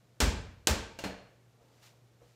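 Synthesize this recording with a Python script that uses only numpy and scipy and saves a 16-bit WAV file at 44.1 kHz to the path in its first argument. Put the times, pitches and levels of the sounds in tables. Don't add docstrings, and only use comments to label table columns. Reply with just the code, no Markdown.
import sys
import numpy as np
from scipy import signal
from scipy.io import wavfile

SR = 44100
rng = np.random.default_rng(int(sys.argv[2]) if len(sys.argv) > 2 else 0)


def digitize_waveform(pressure):
    field = np.atleast_2d(pressure).T
    bounded = np.clip(field, -1, 1)
    quanta = np.round(bounded * 32767).astype(np.int16)
    wavfile.write(sys.argv[1], SR, quanta)


N = 103635

# t/s, crack drive level/dB, smack drive level/dB,
# early reflections above the tail level/dB, then the tail's level/dB per Hz in eight bands, bass to treble
HITS = [(0.2036, -12, -27.5, 4.5, -54.5, -57.5, -58, -61.5, -66, -68, -69, -75),
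        (0.6722, 2.5, -25.5, 5, -59.5, -62.5, -71, -63, -67.5, -68.5, -69.5, -74),
        (.9893, -30, -36, 7, -95, -81, -87, -85, -93, -89, -91, -98),
        (1.0391, -28, -31.5, 7, -83, -75.5, -85, -81, -77.5, -80.5, -87.5, -93)]
# f/Hz, time to fall 60 dB t/s
TAIL_T60 = [(100, 0.83), (200, 0.71), (420, 0.59), (1100, 0.64), (2900, 0.6), (7000, 0.45), (14000, .25)]


def amp(db):
    return 10 ** (np.asarray(db) / 20)


def rms_one(x):
    return x / np.sqrt(np.mean(x ** 2) + 1e-20)


def curve(rows):
    s, db = np.transpose(rows)
    return amp(np.interp(np.arange(N) / SR, s, db, left=-150, right=-150))


def at_hz(points, hz):
    table = np.array(points)
    return np.interp(np.log(hz), np.log(table[:, 0]), table[:, 1])


def band_pass(x, order, low_hz, high_hz):
    sos = signal.butter(order, [low_hz, high_hz], "band", fs=SR, output="sos")
    return signal.sosfilt(sos, x + 1e-18)


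def bank(gain, low_hz):
    edges = low_hz * 2 ** np.arange(0, np.log2(18000 / low_hz), 1 / 3)
    white = rng.standard_normal((2, N))
    out = 0
    for k, (low, high) in enumerate(zip(edges, edges[1:])):
        out = out + band_pass(white[k % 2] * gain(np.sqrt(low * high)), 2, low, high)
    return out


def flutter(spread_db, hold):
    steps = rng.standard_normal(N // hold + 1)
    return amp(spread_db * np.repeat(steps, hold)[:N])


def swell_in(t, swell_s):
    return 1 - np.exp(-(t / swell_s) ** 2)


def decaying_sine(t, hz, t60):
    return amp(-60 * t / t60) * np.sin(2 * np.pi * hz * t)


def cracks():
    # lag t/s, level/dB
    echoes = [(.0031, -13.5), (.0098, -22.5), (0.039, -15.5)]
    x = np.zeros(N)
    for s, db, *_ in HITS:
        for lag, loss_db in [(0, 0.0094)] + echoes:
            x[int((s + lag) * SR)] += amp(db + loss_db) * 2
    return band_pass(x, 3, 2310, 10900)


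def ball():
    # f/Hz, time to fall 60 dB t/s, then level/dB for wall, floor, first hand, second hand
    ball_modes = [(322, 0.04, -6.5, -5, -17, -6.5), (457, 0.037, -1.5, -1.5, -19, -6),
                  (574, 0.022, -3.5, -3, -6.5, -1.5), (676, 0.015, -29, -11, -3.5, -1.5),
                  (908, 0.038, -5, -4.5, -8.5, -23), (1563, 0.036, -3, -5, -12, -21),
                  (1739, 0.013, -8.5, -8, -24, -3), (2370, 0.024, -4, -8, -22, -11),
                  (2770, 0.014, -7, -21, -1, -46), (4260, .02, -10, -7, -13, -8),
                  (6720, 0.011, -7, -19, -7.5, -28), (7595, 0.02, 0.5, -2.5, -20, -33)]
    linger_db = -30
    out = 0
    for hz, t60, *mode_db in ball_modes:
        drive, noise = np.full(N, 1e-18), rng.standard_normal(N)
        for (s, _, smack_db, *_), db in zip(HITS, mode_db):
            i = int(s * SR)
            fall_db = 60 * np.arange(N - i) / SR / at_hz(TAIL_T60, hz)
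            drive[i] += amp(smack_db + db)
            drive[i:] += noise[i:] * amp(smack_db + db + linger_db - fall_db)
        radius, angle = amp(-60 / (t60 * SR)), 2 * np.pi * hz / SR
        poles = [1, -2 * radius * np.cos(angle), radius * radius]
        out = out + signal.lfilter([0, np.sin(angle)], poles, drive)
    return out


def booms():
    # t/s, swell t/s
    boom_times = [(.2126, .012), (.6864, .012), (1.042, .012)]
    # f/Hz, time to fall 60 dB t/s, signed amplitude struck from the wall, the floor, the hands
    room_modes = [(33.2, 0.75, 0.007, -0.0, 0.0), (47.2, 0.62, 0.019, 0.014, -0.002),
                  (53.5, 0.38, -0.091, -0.004, 0.001), (61.5, 0.4, 0.024, -0.03, -0.0),
                  (67.2, 0.7, -0.03, -0.005, -0.001), (73.8, 0.27, 0.085, 0.067, 0.009),
                  (86.8, 0.32, 0.02, -0.032, 0.005), (91.8, 0.9, -0.017, -0.001, 0.0),
                  (101.0, 0.2, 0.03, -0.024, -0.003), (129.2, 0.2, 0.035, -0.013, 0.002),
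                  (137.8, 0.9, -0.007, -0.001, 0.0), (189, 0.4, -0.015, 0.008, -0.016),
                  (212, 0.45, 0.02, 0.02, 0.004), (228, 0.3, 0.012, -0.015, 0.002),
                  (280, 0.3, 0.012, -0.008, -0.012)]
    out = 0
    for k, (s, swell_s) in enumerate(boom_times):
        t = np.maximum(np.arange(N) / SR - s, 0)
        modes = sum(height[k] * decaying_sine(t, hz, t60) for hz, t60, *height in room_modes)
        out = out + swell_in(t, swell_s) * modes
    return out


def tails():
    tail_hz = [60, 110, 200, 450, 1000, 2500, 6000, 12000]
    build_cycles, build_s = 0.28, 0.00078
    early_s = 0.037
    lead_s = 0.0018

    def gain(hz):
        power = 0
        for s, _, _, early_db, *colour in HITS:
            t = np.maximum(np.arange(0, N, 8) / SR - s + lead_s, 0)
            db = at_hz(list(zip(tail_hz, colour)), hz) - 60 * t / at_hz(TAIL_T60, hz)
            db = db + early_db * np.exp(-t / early_s)
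            swell = 1 - np.exp(-t / (build_s + build_cycles / hz))
            power = power + (amp(db) * swell) ** 2
        return np.repeat(np.sqrt(power * SR / 2), 8)[:N]

    return bank(gain, low_hz=44.28)


def steps():
    # t/s, level/dB
    knocks = [(1.605, -63.5), (2.208, -59), (2.243, -65)]
    # f/Hz, level/dB, time to fall 60 dB t/s
    step_modes = [(62.4, -2.5, 0.22), (323.7, -18.5, 0.086), (476, 4, 0.19), (553, -3, 0.2),
                  (889, -13.5, 0.055), (1283, -4.5, 0.065)]
    out = 0
    for s, level_db in knocks:
        t = np.maximum(np.arange(N) / SR - s, 0)
        modes = sum(amp(db) * decaying_sine(t, hz, t60) for hz, db, t60 in step_modes)
        out = out + amp(level_db) * swell_in(t, 0.0067) * modes
    return out


def scuff_and_rustle():
    # t/s, level/dB
    scuff = [(1.55, -107), (1.596, -94), (1.608, -80), (1.814, -70), (1.836, -59), (1.868, -59),
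             (1.922, -70), (2.0, -82.5)]
    # t/s, level/dB
    rustle = [(2.16, -101), (2.23, -74), (2.3, -72.5), (2.35, -77)]
    # f/Hz, level/dB per Hz
    scuff_colour = [(470, -16.5), (800, -7), (2770, -4), (3340, -6), (4460, -5), (12900, -12), (16000, -10)]
    friction = rms_one(bank(lambda hz: amp(at_hz(scuff_colour, hz)), low_hz=476))
    return friction * flutter(1.25, hold=150) * (curve(scuff) + curve(rustle))


def shuffle():
    # t/s, level/dB
    shuffle_level = [(1.5, -82.5), (1.58, -77), (1.62, -71), (1.68, -72.5), (1.94, -70.5), (2.0, -95),
                     (2.19, -84.5), (2.22, -66.5), (2.35, -82)]
    grains = rng.standard_normal(N) * flutter(1.2, hold=200)
    return rms_one(band_pass(grains, 2, 285.6, 870)) * curve(shuffle_level)


def room_tone():
    # f/Hz, level/dB per Hz
    tone_colour = [(25, -37), (55, -22), (90, -19.5), (130, -13.5), (230, -22.5), (500, -22), (950, -31),
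                   (1400, -32.5), (3000, -36.5), (7300, -40), (10000, -41), (15200, -41)]
    tone_db, hum_hz, hum_db, hum_waver_db = -67.5, 119.3, -67, -1
    noise = rms_one(bank(lambda hz: amp(at_hz(tone_colour, hz)), low_hz=22.97))
    slow = np.interp(np.arange(N), np.linspace(0, N, 40), rng.standard_normal(40))
    sine = np.sqrt(2) * np.sin(2 * np.pi * hum_hz * np.arange(N) / SR)
    return amp(tone_db) * noise + amp(hum_db + hum_waver_db * slow) * sine


def scene():
    hits = cracks() + ball() + booms() + tails()
    movement = steps() + scuff_and_rustle() + shuffle()
    return (hits + movement + room_tone())[None]


def record(dry):
    step_down_hz, step_end_hz, cutoff_hz = 7970, 8720, 16800
    zeros = signal.butter(6, step_end_hz, fs=SR, output="zpk")[1]
    poles = signal.butter(6, step_down_hz, fs=SR, output="zpk")[1]
    unity = (np.prod(1 - poles) / np.prod(1 - zeros)).real
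    shelved = signal.sosfilt(signal.zpk2sos(zeros, poles, unity), dry)
    return signal.sosfilt(signal.cheby2(12, 70, cutoff_hz, fs=SR, output="sos"), shelved)


dry = scene()
out = record(dry)
digitize_waveform(out)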